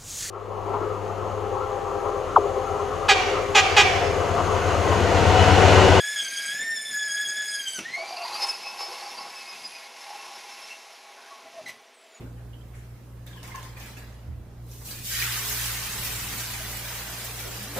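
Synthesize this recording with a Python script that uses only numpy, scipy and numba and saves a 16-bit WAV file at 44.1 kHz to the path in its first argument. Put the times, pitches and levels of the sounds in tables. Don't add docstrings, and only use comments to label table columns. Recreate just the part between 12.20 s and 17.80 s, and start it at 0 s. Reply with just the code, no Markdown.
import sys
import numpy as np
from scipy import signal
from scipy.io import wavfile
from scipy.ndimage import uniform_filter1d
from numba import njit

SR = 44100
rng = np.random.default_rng(int(sys.argv[2]) if len(sys.argv) > 2 else 0)


def to_wav(sig):
    pcm = np.clip(np.atleast_2d(sig), -1, 1) * 32767
    pcm = np.round(pcm).astype(np.int16)
    wavfile.write(sys.argv[1], SR, pcm.T)


def volts_from_db(level):
    exponent = np.asarray(level, float) / 20
    return 10 ** exponent


N = 246903

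# (time [s], level [dB])
HUM = [(0.0, -42.5), (0.73, -43), (0.84, -49), (0.92, -42.5), (2.03, -43.5), (2.09, -38.5), (2.35, -47.5),
       (2.4, -40.5), (2.79, -46), (3.04, -37), (3.16, -41.5), (3.34, -40.5), (4.66, -42.5), (4.73, -43.5),
       (5.57, -42), (5.6, -51)]
MOTOR_HZ = 59.03
LINES_DB = (-4.5, -2)
WAVER_DB, WAVER_RATE, THIRD_DB = 1.5, 9.6, -20.5
# (pitch [Hz], density [dB per Hz])
AIR = [(20, -9), (35, -24), (50, -6.5), (70, -13), (95, -8.5), (150, -14.5), (200, -13), (360, -20.5),
       (450, -18), (520, -22), (720, -26), (1400, -30), (3500, -35.5), (15500, -39.5)]
AIR_DB, AIR_FOLLOWS = -50, 0.69
# (time [s], lift [dB])
AIR_STIRS = [
    (0.0, 5),
    (2.15, 0.35),
    (2.75, 3.6),
    (3.85, 6.2),
    (4.15, 5.1),
    (4.5, 4.3),
    (5.3, 1.5),
]
AIR_STIR_S = 0.13
# (time [s], lift [dB])
TREBLE_STIRS = [
    (0.25, -1.5),
    (0.75, -0.5),
    (2.25, -3.5),
]
TREBLE_STIR_S = 0.2
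# (pitch [Hz], likeness [0-1])
LIKENESS = [(40, 0.8), (130, 1), (290, 0.85), (640, 0.62), (1400, 0.45), (3100, 0.27), (6800, 0.0),
            (11000, 0.0), (15000, 0.4)]
# (pitch [Hz], likeness [0-1])
HISS_ALIKE = [(9000, 0.02), (11500, 0), (13000, 0.3), (15500, 0.6)]
# (time [s], peak [dB], centre [Hz], fade [s], left minus right [dB])
RUSTLES = [
    (0, -47.5, 2450, 0.29, 0),
    (0.171, -51, 1400, 0.32, 1),
    (0.529, -50, 1800, 1, 0),
    (0.541, -54, 8000, 0.87, 1),
    (2.076, -38.5, 170, 0.37, 1),
    (2.171, -48, 170, 0.22, -2),
    (2.601, -47.5, 1170, 0.81, 0),
    (5.249, -34.5, 453, 0.53, 0),
]
# (time [s], level [dB])
FADING = [
    (0.018, -43),
]
# (pitch [Hz], width [Hz], level [dB])
KNOCK_MODES = [(249, 25, -4.0), (355, 38, -11), (480, 49, -27), (786, 330, -24.5)]
# (time [s], peak [dB], pitch [Hz], left minus right [dB])
DROPS = [(0.056, -46, 1490, 1), (0.3304, -46, 3020, -4), (0.408, -56, 3140, -7), (0.3994, -60, 1380, -7),
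         (1.066, -45, 3600, -3), (1.108, -46, 1630, -7), (1.1287, -44.5, 3370, 3), (1.169, -45, 1720, 2),
         (1.172, -44, 3000, 2), (1.1986, -53, 2800, 3), (1.22, -52, 2800, 2), (1.2396, -42, 2170, 5),
         (1.3144, -40, 2080, -4), (1.352, -37.5, 1700, -2), (1.35, -48, 2750, 0), (1.45, -48, 1950, 0),
         (1.567, -41, 1780, -2), (1.565, -42, 2400, -2), (1.605, -42, 2450, 0.0), (1.611, -47, 3000, 3),
         (1.635, -42, 2340, -1), (1.655, -47, 1650, -2), (1.671, -51, 2480, -1), (1.769, -42, 2520, -5),
         (1.765, -44, 1700, -2), (1.809, -44, 1710, 1), (2.707, -34, 4600, 0), (2.757, -57, 2420, 0.0),
         (2.797, -48, 2450, 7), (2.9594, -40, 2090, 4), (2.998, -25, 4600, 4), (3.0196, -22, 2360, 0),
         (3.0502, -30, 2300, 8)]
DROP_RING_S, PAN_RING_S, POUR_S = 0.19, 0.084, 2.9
# (time [s], peak [dB], pitch [Hz], left minus right [dB])
SPITS = [(1.066, -43, 12500, -8), (1.2305, -37, 5130, -2), (1.277, -41, 9230, -11), (1.3585, -37, 6260, -6),
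         (1.429, -42, 7000, -11), (1.66, -38, 13700, -5), (2.5147, -57, 6330, -30), (2.84, -36.5, 7670, -8),
         (3.0524, -51, 7520, -0.5), (3.4614, -24, 11000, -12), (5.2399, -32, 7520, 0),
         (4.571, -26, 12400, -11), (5.429, -27, 14400, -1)]
SPIT_S, PAN_SPIT_S = 0.0094, 0.0049
# (time [s], level [dB])
TRICKLE = [
    (1.066, -57),
    (1.16, -63),
    (1.231, -51.5),
    (1.277, -55.5),
    (1.35, -52),
    (1.43, -55.5),
    (1.57, -55),
    (1.6, -52.5),
    (1.659, -53.5),
    (1.77, -55.5),
]
SPURT_RISE = 4000
SPURT_FALL = (91, 64, 46.7, 51.4)
TRICKLE_SIZES_DB = (-1.3, 1, -0.79, -1)
TRICKLE_LARGEST_HZ = 250
SIZE_HZ = (10000, 4400, 1800, 800)
# (pitch [Hz], level [dB])
BUBBLES = [(300, -4.5), (600, -2.5), (1100, -3), (2000, 0.5), (3000, -1), (4500, -2), (7000, 0.5),
           (10000, -1), (13000, 1.5), (15500, 3)]
# (time [s], peak [dB])
BOWL_RING = [(1.16, -52), (1.225, -53), (1.247, -48), (1.285, -48), (1.32, -51), (1.347, -37), (1.378, -43),
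             (1.41, -49), (1.455, -47), (1.52, -53), (1.56, -54)]
BOWL_RISE, BOWL_FALL = 1600, 260
# (pitch [Hz], width [Hz], level [dB])
BOWL_MODES = [(1048, 38, 2), (926, 66, -7), (1720, 100, -13)]
# (time [s], peak [dB], pitch [Hz], ring [s])
BUMPS = [
    (2.082, -22.5, 76.4, 0.21),
    (2.138, -30, 81.5, .1),
    (2.173, -27, 91.5, 0.079),
    (2.206, -19, 68, 0.048),
]
# (time [s], level [dB], largest bubbles [octaves under LARGEST_TOP_HZ],
# coarseness [dB per octave down])
SIZZLE = [(2.4, -78, .4, -2), (2.52, -53.5, 0.36, -1), (2.64, -51.5, 0.33, -2), (2.66, -43, 0.11, -1.5),
          (2.74, -44, 2.6, -2), (2.83, -47.5, 0.54, -0.5), (2.85, -38.5, 0.48, -0.6),
          (2.92, -34, 1.08, 0.7), (3.04, -34.5, 1.45, 1.9), (3.21, -36, 2.12, 0.5),
          (3.31, -34.5, 2.3, -0.3), (3.47, -35, 2.1, -0.1), (3.55, -37.5, 2.18, 0.54),
          (3.9, -37.5, 2.43, -0.23), (4.15, -39, 2.26, 0.23), (4.6, -41.5, 2.82, 0.62),
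          (5.02, -42, 3.38, 0.67), (5.6, -45.5, 3.6, 1.04)]
LARGEST_TOP_HZ = 4000
FRY_SIZES_DB = (-1, -1.5, -4.5, -7.5)
LEAK_DB = -20.5
# (time [s], lift [dB])
FLARES = [(2.71, 3), (3.17, 0.5), (3.3, 2.5), (3.4, 0.5), (3.85, 3), (4.21, 3.5), (4.33, 1), (4.57, 1.5),
          (5.05, 3), (5.2, 4), (5.432, 3.5), (5.575, 7.5)]
FLARE_HZ, FLARE_S = 3000, 0.02
SPATTER_RATE, SPATTER_DB, SPATTER_HZ = 260, 11, 12500
CRACKLE_RATE, CRACKLE_DB, CRACKLE_HZ = 110, 9, 5500
# (start [s], end [s], first pitch [Hz], last pitch [Hz], level [dB])
WHISTLE = [
    (2.7, 2.743, 1660, 1660, -53),
    (2.748, 2.805, 1665, 1750, -58),
    (2.705, 2.727, 2450, 2450, -59),
    (2.75, 2.84, 2470, 2475, -51.5),
    (2.873, 2.954, 2300, 2340, -48),
    (2.9, 2.95, 1575, 1570, -46),
]
# (time [s], peak [dB])
PAN_HUM = [
    (3.134, -57),
    (3.272, -50),
    (3.4, -54),
    (3.602, -51),
    (3.758, -53),
    (3.9, -50),
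]
PAN_HZ = 424
# (time [s], peak [dB], pitch [Hz], ring [s])
LADLE_NOTES = [
    (8.1, -38, 830, .08),
    (4.4, -34, 640, .1),
    (5.565, -29, 531, 0.32),
    (5.572, -36.5, 173, .5),
    (4.2, -38, 1590, .15),
]
# (time [s], level [dB])
STIR = [
    (5.39, -44),
    (5.44, -45),
    (5.49, -47),
]
# (start, end [s])
STIR_HZ = (203, 293)
STIR_CLIMB_S = (5.455, 5.5)
# (time [s], level [dB])
LADLE = [
    (5.561, -33),
    (5.574, -30),
    (5.583, -36),
    (5.594, -35),
]
# (pitch [Hz], width [Hz], level [dB])
LADLE_MODES = [(188, 93, -9), (402, 66, -11.5), (600, 100, -12.5), (750, 270, -14.5), (1270, 100, -20),
               (1600, 210, -17.5), (2170, 300, -31)]
ROOM_T60_S, ROOM_DAMP, ROOM_DB = .35, .3, -13
PATCH_DB, PATCH_HZ, PATCH_S = 1.8, 180, 0.05
HOLE_DB, HOLE_FROM, PATCH_FULL_HZ = 16, 1.35, 2000
TOP_HZ = 15500


def curve(table):
    s, first, *rest = np.transpose(table)
    t = np.arange(N) / SR
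    return [np.interp(t, s, first, left=-120, right=-120)] + [np.interp(t, s, c) for c in rest]


def across(table, hz):
    points = np.array(table)
    return np.interp(np.log(hz), np.log(points[:, 0]), points[:, 1])


def unit(x):
    return x / np.sqrt(np.mean(x ** 2))


def lean(db):
    return volts_from_db(np.array([[db], [-db]]) / 2)


@njit
def svf(x, hz, width):
    y, b, l = np.empty(len(x)), 0., 0.
    turn = 2 * np.pi * hz / SR
    g, k = np.tan(turn / 2), width / hz * turn / np.sin(turn)
    for i in range(len(x)):
        v = (b + g * (x[i] - l)) / (1 + g * (g + k))
        b, l, y[i] = 2 * v - b, l + 2 * g * v, k * v
    return y


def walk(rate):
    k = int(SR / rate)
    held = np.repeat(rng.standard_normal(N // 200 + 1), k)[:N]
    return 1.17 * uniform_filter1d(uniform_filter1d(held, k), k)


def noise():
    return rng.standard_normal(N)


def pair(source, hz, width, alike=None):
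    alike = np.clip(across(alike or LIKENESS, hz), 0, .99)
    mid, side = (unit(svf(svf(source(), hz, width), hz, width)) for _ in range(2))
    return np.sqrt((1 + alike) / 2) * mid + np.sqrt((1 - alike) / 2) * side * np.array([[1], [-1]])


def ringing(modes):
    return unit(sum(volts_from_db(db) * np.sqrt(w) * pair(noise, 1. * f, 1.45 * w) for f, w, db in modes))


def swells(rows, rise, fall):
    t, power = np.arange(N) / SR, 0
    for s, db in rows:
        below = np.maximum(abs(rise) * (s - t), abs(fall) * (t - s))
        power = power + volts_from_db(np.maximum(db - below, -140)) ** 2
    return np.sqrt(power)


def humps(rows, width_s):
    t = np.arange(N) / SR
    return sum(db * np.exp(-((t - s) / width_s) ** 2) for s, db in rows)


def ping(s, db, hz, ring_s, pan_db, rough=0., rise_s=.001):
    out, first = np.zeros((2, N)), int(s * SR)
    t = np.arange(min(SR // 2, N - first)) / SR
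    body = np.sin(2 * np.pi * hz * t)
    if rough:
        chance = rng.standard_normal((2, SR // 2))[:, :len(t)]
        puff = [svf(svf(c, 1. * hz, rough * hz), 1. * hz, rough * hz) for c in chance]
        body = 0.53 * unit(np.array(puff))
    out[:, first:first + len(t)] = np.clip(t / rise_s, 0, 1) * volts_from_db(-60 * t / ring_s) * body
    return volts_from_db(db) * lean(pan_db) * out


def fridge_motor():
    motor_db, = curve(HUM)
    first_db, second_db = (motor_db + db + WAVER_DB * walk(WAVER_RATE) for db in LINES_DB)
    third_db = second_db + THIRD_DB + 9.0 * walk(4.27)
    turn = 2 * np.pi * MOTOR_HZ * np.arange(N) / SR
    hum = volts_from_db(first_db) * lean(-1.6) * np.sin(turn)
    hum = hum + volts_from_db(second_db) * np.sin(2 * turn + 1.0 + 0.7 * walk(2.55))
    hum = hum + volts_from_db(third_db) * np.sin(3 * turn + 0.3 * walk(3.9))
    return np.sqrt(2) * hum


def room_air():
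    motor_db, = curve(HUM)
    air_db = AIR_DB + AIR_FOLLOWS * (uniform_filter1d(motor_db, SR // 2) - motor_db.mean())
    air_db = air_db + humps(AIR_STIRS, AIR_STIR_S)
    air, treble_db = 0, humps(TREBLE_STIRS, TREBLE_STIR_S)
    for f in 20 * 2 ** np.arange(0, 9.7, 1 / 3):
        share = np.clip(1.2 - f / 3000, .2, 1)
        level_db = across(AIR, f) + air_db * share - 56 * (1 - share)
        level_db = level_db + treble_db / (1 + (2500 / f) ** 2) + 1.0 * walk(11.0)
        air = air + volts_from_db(level_db) * np.sqrt(f) * pair(noise, f, f / 3, LIKENESS if f < 9000 else HISS_ALIKE)
    return volts_from_db(-18.5) * lean(-2.2) * air


def rustles():
    return sum(ping(*row, rough=0.76, rise_s=0.015) for row in RUSTLES)


def fading_knock():
    return swells(FADING, 50, 165) * ringing(KNOCK_MODES)


def drops():
    out = 0
    for s, db, hz, pan in DROPS:
        ring_s = DROP_RING_S if s < POUR_S else PAN_RING_S
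        out = out + ping(s, db, hz, ring_s, pan, rough=0.11, rise_s=0.0028)
    return out


def spits():
    out = 0
    for s, db, hz, pan in SPITS:
        ring_s = SPIT_S if s < POUR_S else PAN_SPIT_S
        out = out + ping(s, db + 6, hz, ring_s, pan, rough=0.43, rise_s=.0001)
    return out


def bubble_loudness():
    spurts = zip(TRICKLE_SIZES_DB, SPURT_FALL)
    bowl = np.array([volts_from_db(db) * swells(TRICKLE, SPURT_RISE, fall) for db, fall in spurts])
    pan_db, octaves, coarse = curve(SIZZLE)
    flare_db = humps(FLARES, FLARE_S)

    def loudness(hz, at):
        place = np.interp(-np.log(hz), -np.log(SIZE_HZ), np.arange(4))
        k = np.minimum(place.astype(int), 2)
        trickle = bowl[k, at] ** (k + 1 - place) * bowl[k + 1, at] ** (place - k)
        trickle = trickle / np.sqrt(1 + (TRICKLE_LARGEST_HZ / hz) ** 8)
        above = np.log2(hz / LARGEST_TOP_HZ) + octaves[at]
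        tilt_db = coarse[at] * np.log2(SIZE_HZ[0] / hz) + flare_db[at] / (1 + (FLARE_HZ / hz) ** 2)
        fry = volts_from_db(pan_db[at] + np.interp(place, np.arange(4), FRY_SIZES_DB) + tilt_db)
        fry = fry * (volts_from_db(LEAK_DB) + 1 / np.sqrt(1 + 2 ** (-8.0 * above)))
        return (fry + trickle) * volts_from_db(across(BUBBLES, hz))
    return loudness


def bursts(rate, spread_db, most_db):
    chance = rng.random((3, N))
    size = volts_from_db(np.minimum(-spread_db * np.log(1 - chance[2]), most_db))
    return (chance[0] < rate / SR) * np.sign(chance[1] - .5) * size


@njit
def grains(start, hz, ring_s, size, ear):
    out = np.zeros((2, N))
    for j in range(len(start)):
        fade = 7 / (ring_s[j] * SR)
        for i in range(min(int(ring_s[j] * SR), N - start[j])):
            shape = size[j] * fade * i * np.exp(1 - fade * i)
            out[0, start[j] + i] += shape * np.sin(2 * np.pi * hz[j] * i / SR)
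            out[1, start[j] + i] += shape * np.sin(2 * np.pi * hz[j] * i / SR + ear[j])
    return out


def batter_bubbles():
    loudness = bubble_loudness()
    seethe_db, out = .5 * walk(14) + 0.61 * walk(90), 0
    for hz in 300 * 2 ** np.arange(0, 5.8, 1 / 3):
        swarm = pair(lambda: bursts(14000, 3.0, 24), hz, hz / 3)
        out = out + loudness(hz, np.arange(N)) * volts_from_db(-5.0 + seethe_db + 0.55 * walk(19)) * swarm
    when, pitch, size, side = rng.random((8000, 4)).T
    start, hz = (when * N).astype(np.int64), 700 * 20 ** pitch
    size = loudness(hz, start) * volts_from_db(-12 + 6.55 * size)
    vents = grains(start, hz, 0.033 * (0.9 + side), size, (side - .5) * np.clip(hz / 700, 0, 6))
    return lean(-.8) * (out + vents)


def bowl_ring():
    return swells(BOWL_RING, BOWL_RISE, BOWL_FALL) * ringing(BOWL_MODES)


def table_bumps():
    return sum(ping(s, db, hz, ring, -3.3, rise_s=0.017) for s, db, hz, ring in BUMPS)


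def spatter(rate, db, hz, width_hz):
    pops = bursts(rate, 0.0, 18) * volts_from_db(curve(SIZZLE)[0] + db)
    side = rng.random(N)
    return np.array([svf(ear, 1. * hz, width_hz) for ear in pops * np.sqrt([side, 1 - side])])


def whistles():
    t, out = np.arange(N) / SR, 0
    for start, end, first_hz, last_hz, db in WHISTLE:
        hz = np.interp(t, (start, end), (first_hz, last_hz)) + 14 * walk(60)
        gate = np.clip(np.minimum(t - start, end - t) / 0.012 + .5, 0, 1)
        out = out + gate * volts_from_db(db + 3.1 * walk(45)) * np.sin(2 * np.pi * np.cumsum(hz) / SR)
    return out


def pan_hum():
    return swells(PAN_HUM, 220, 93) * ringing([(PAN_HZ, 24, 0)]) * volts_from_db(-1 + 2.0 * walk(5.93))


def ladle_notes():
    return sum(ping(s, db, hz, ring, -1.5, rise_s=0.0093) for s, db, hz, ring in LADLE_NOTES)


def ladle_stir():
    hz = np.interp(np.arange(N) / SR, STIR_CLIMB_S, STIR_HZ) + 7 * walk(60)
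    hollow = np.sin(2 * np.pi * np.cumsum(hz) / SR) * volts_from_db(3 * walk(40))
    return swells(STIR, 600, 110) * lean(-2.4) * hollow


def ladle_drag():
    return swells(LADLE, 3000, 160) * volts_from_db(1.3 * walk(140)) * ringing(LADLE_MODES)


@njit
def walls(x, lags, gain, damp):
    line, soft, out = np.zeros((8, 4096)), np.zeros(8), np.zeros((2, len(x)))
    for i in range(len(x)):
        total = 0.
        for k in range(8):
            soft[k] += (1 - damp) * (gain[k] * line[k, (i - lags[k]) & 4095] - soft[k])
            total += soft[k]
            out[k % 2, i] += soft[k]
        for k in range(8):
            line[k, i & 4095] = x[i] + soft[k] - total / 4
    return out


def tiles(clicks):
    lags = rng.integers(500, 2200, 8)
    return volts_from_db(ROOM_DB) * walls(clicks.mean(axis=0), lags, volts_from_db(-60 * lags / SR / ROOM_T60_S), ROOM_DAMP)


def patchy(x):
    hz, _, z = signal.stft(x, SR, nperseg=1024)
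    field = rng.standard_normal(z.shape[1:])
    field = uniform_filter1d(field, int(PATCH_HZ * 1024 / SR), axis=0)
    field = unit(uniform_filter1d(field, int(PATCH_S * SR / 512), axis=1))
    patch_db = PATCH_DB * field - HOLE_DB * np.maximum(-field - HOLE_FROM, 0)
    gain = volts_from_db(patch_db * np.minimum(hz[:, None] / PATCH_FULL_HZ, 1) ** 2)
    return signal.istft(z * gain, nperseg=1024)[1][:, :N]


def scene():
    clicks = drops() + spits()
    clicks = clicks + spatter(SPATTER_RATE, SPATTER_DB, SPATTER_HZ, 9000.0)
    clicks = clicks + spatter(CRACKLE_RATE, CRACKLE_DB, CRACKLE_HZ, 5000.0)
    steel = fading_knock() + bowl_ring() + pan_hum() + ladle_stir() + ladle_drag()
    kitchen = fridge_motor() + room_air()
    bumps = rustles() + table_bumps() + ladle_notes()
    return clicks + steel + whistles() + patchy(batter_bubbles() + tiles(clicks) + bumps + kitchen)


def top_cut(x):
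    return signal.sosfilt(signal.butter(12, 15800, fs=SR, output="sos"), x)


def record(dry):
    low_pass = signal.ellip(10, .2, 70, TOP_HZ, fs=SR, output="sos")
    mix = signal.sosfilt(low_pass, dry)
    return top_cut(mix)


dry = scene()
out = record(dry)
to_wav(out)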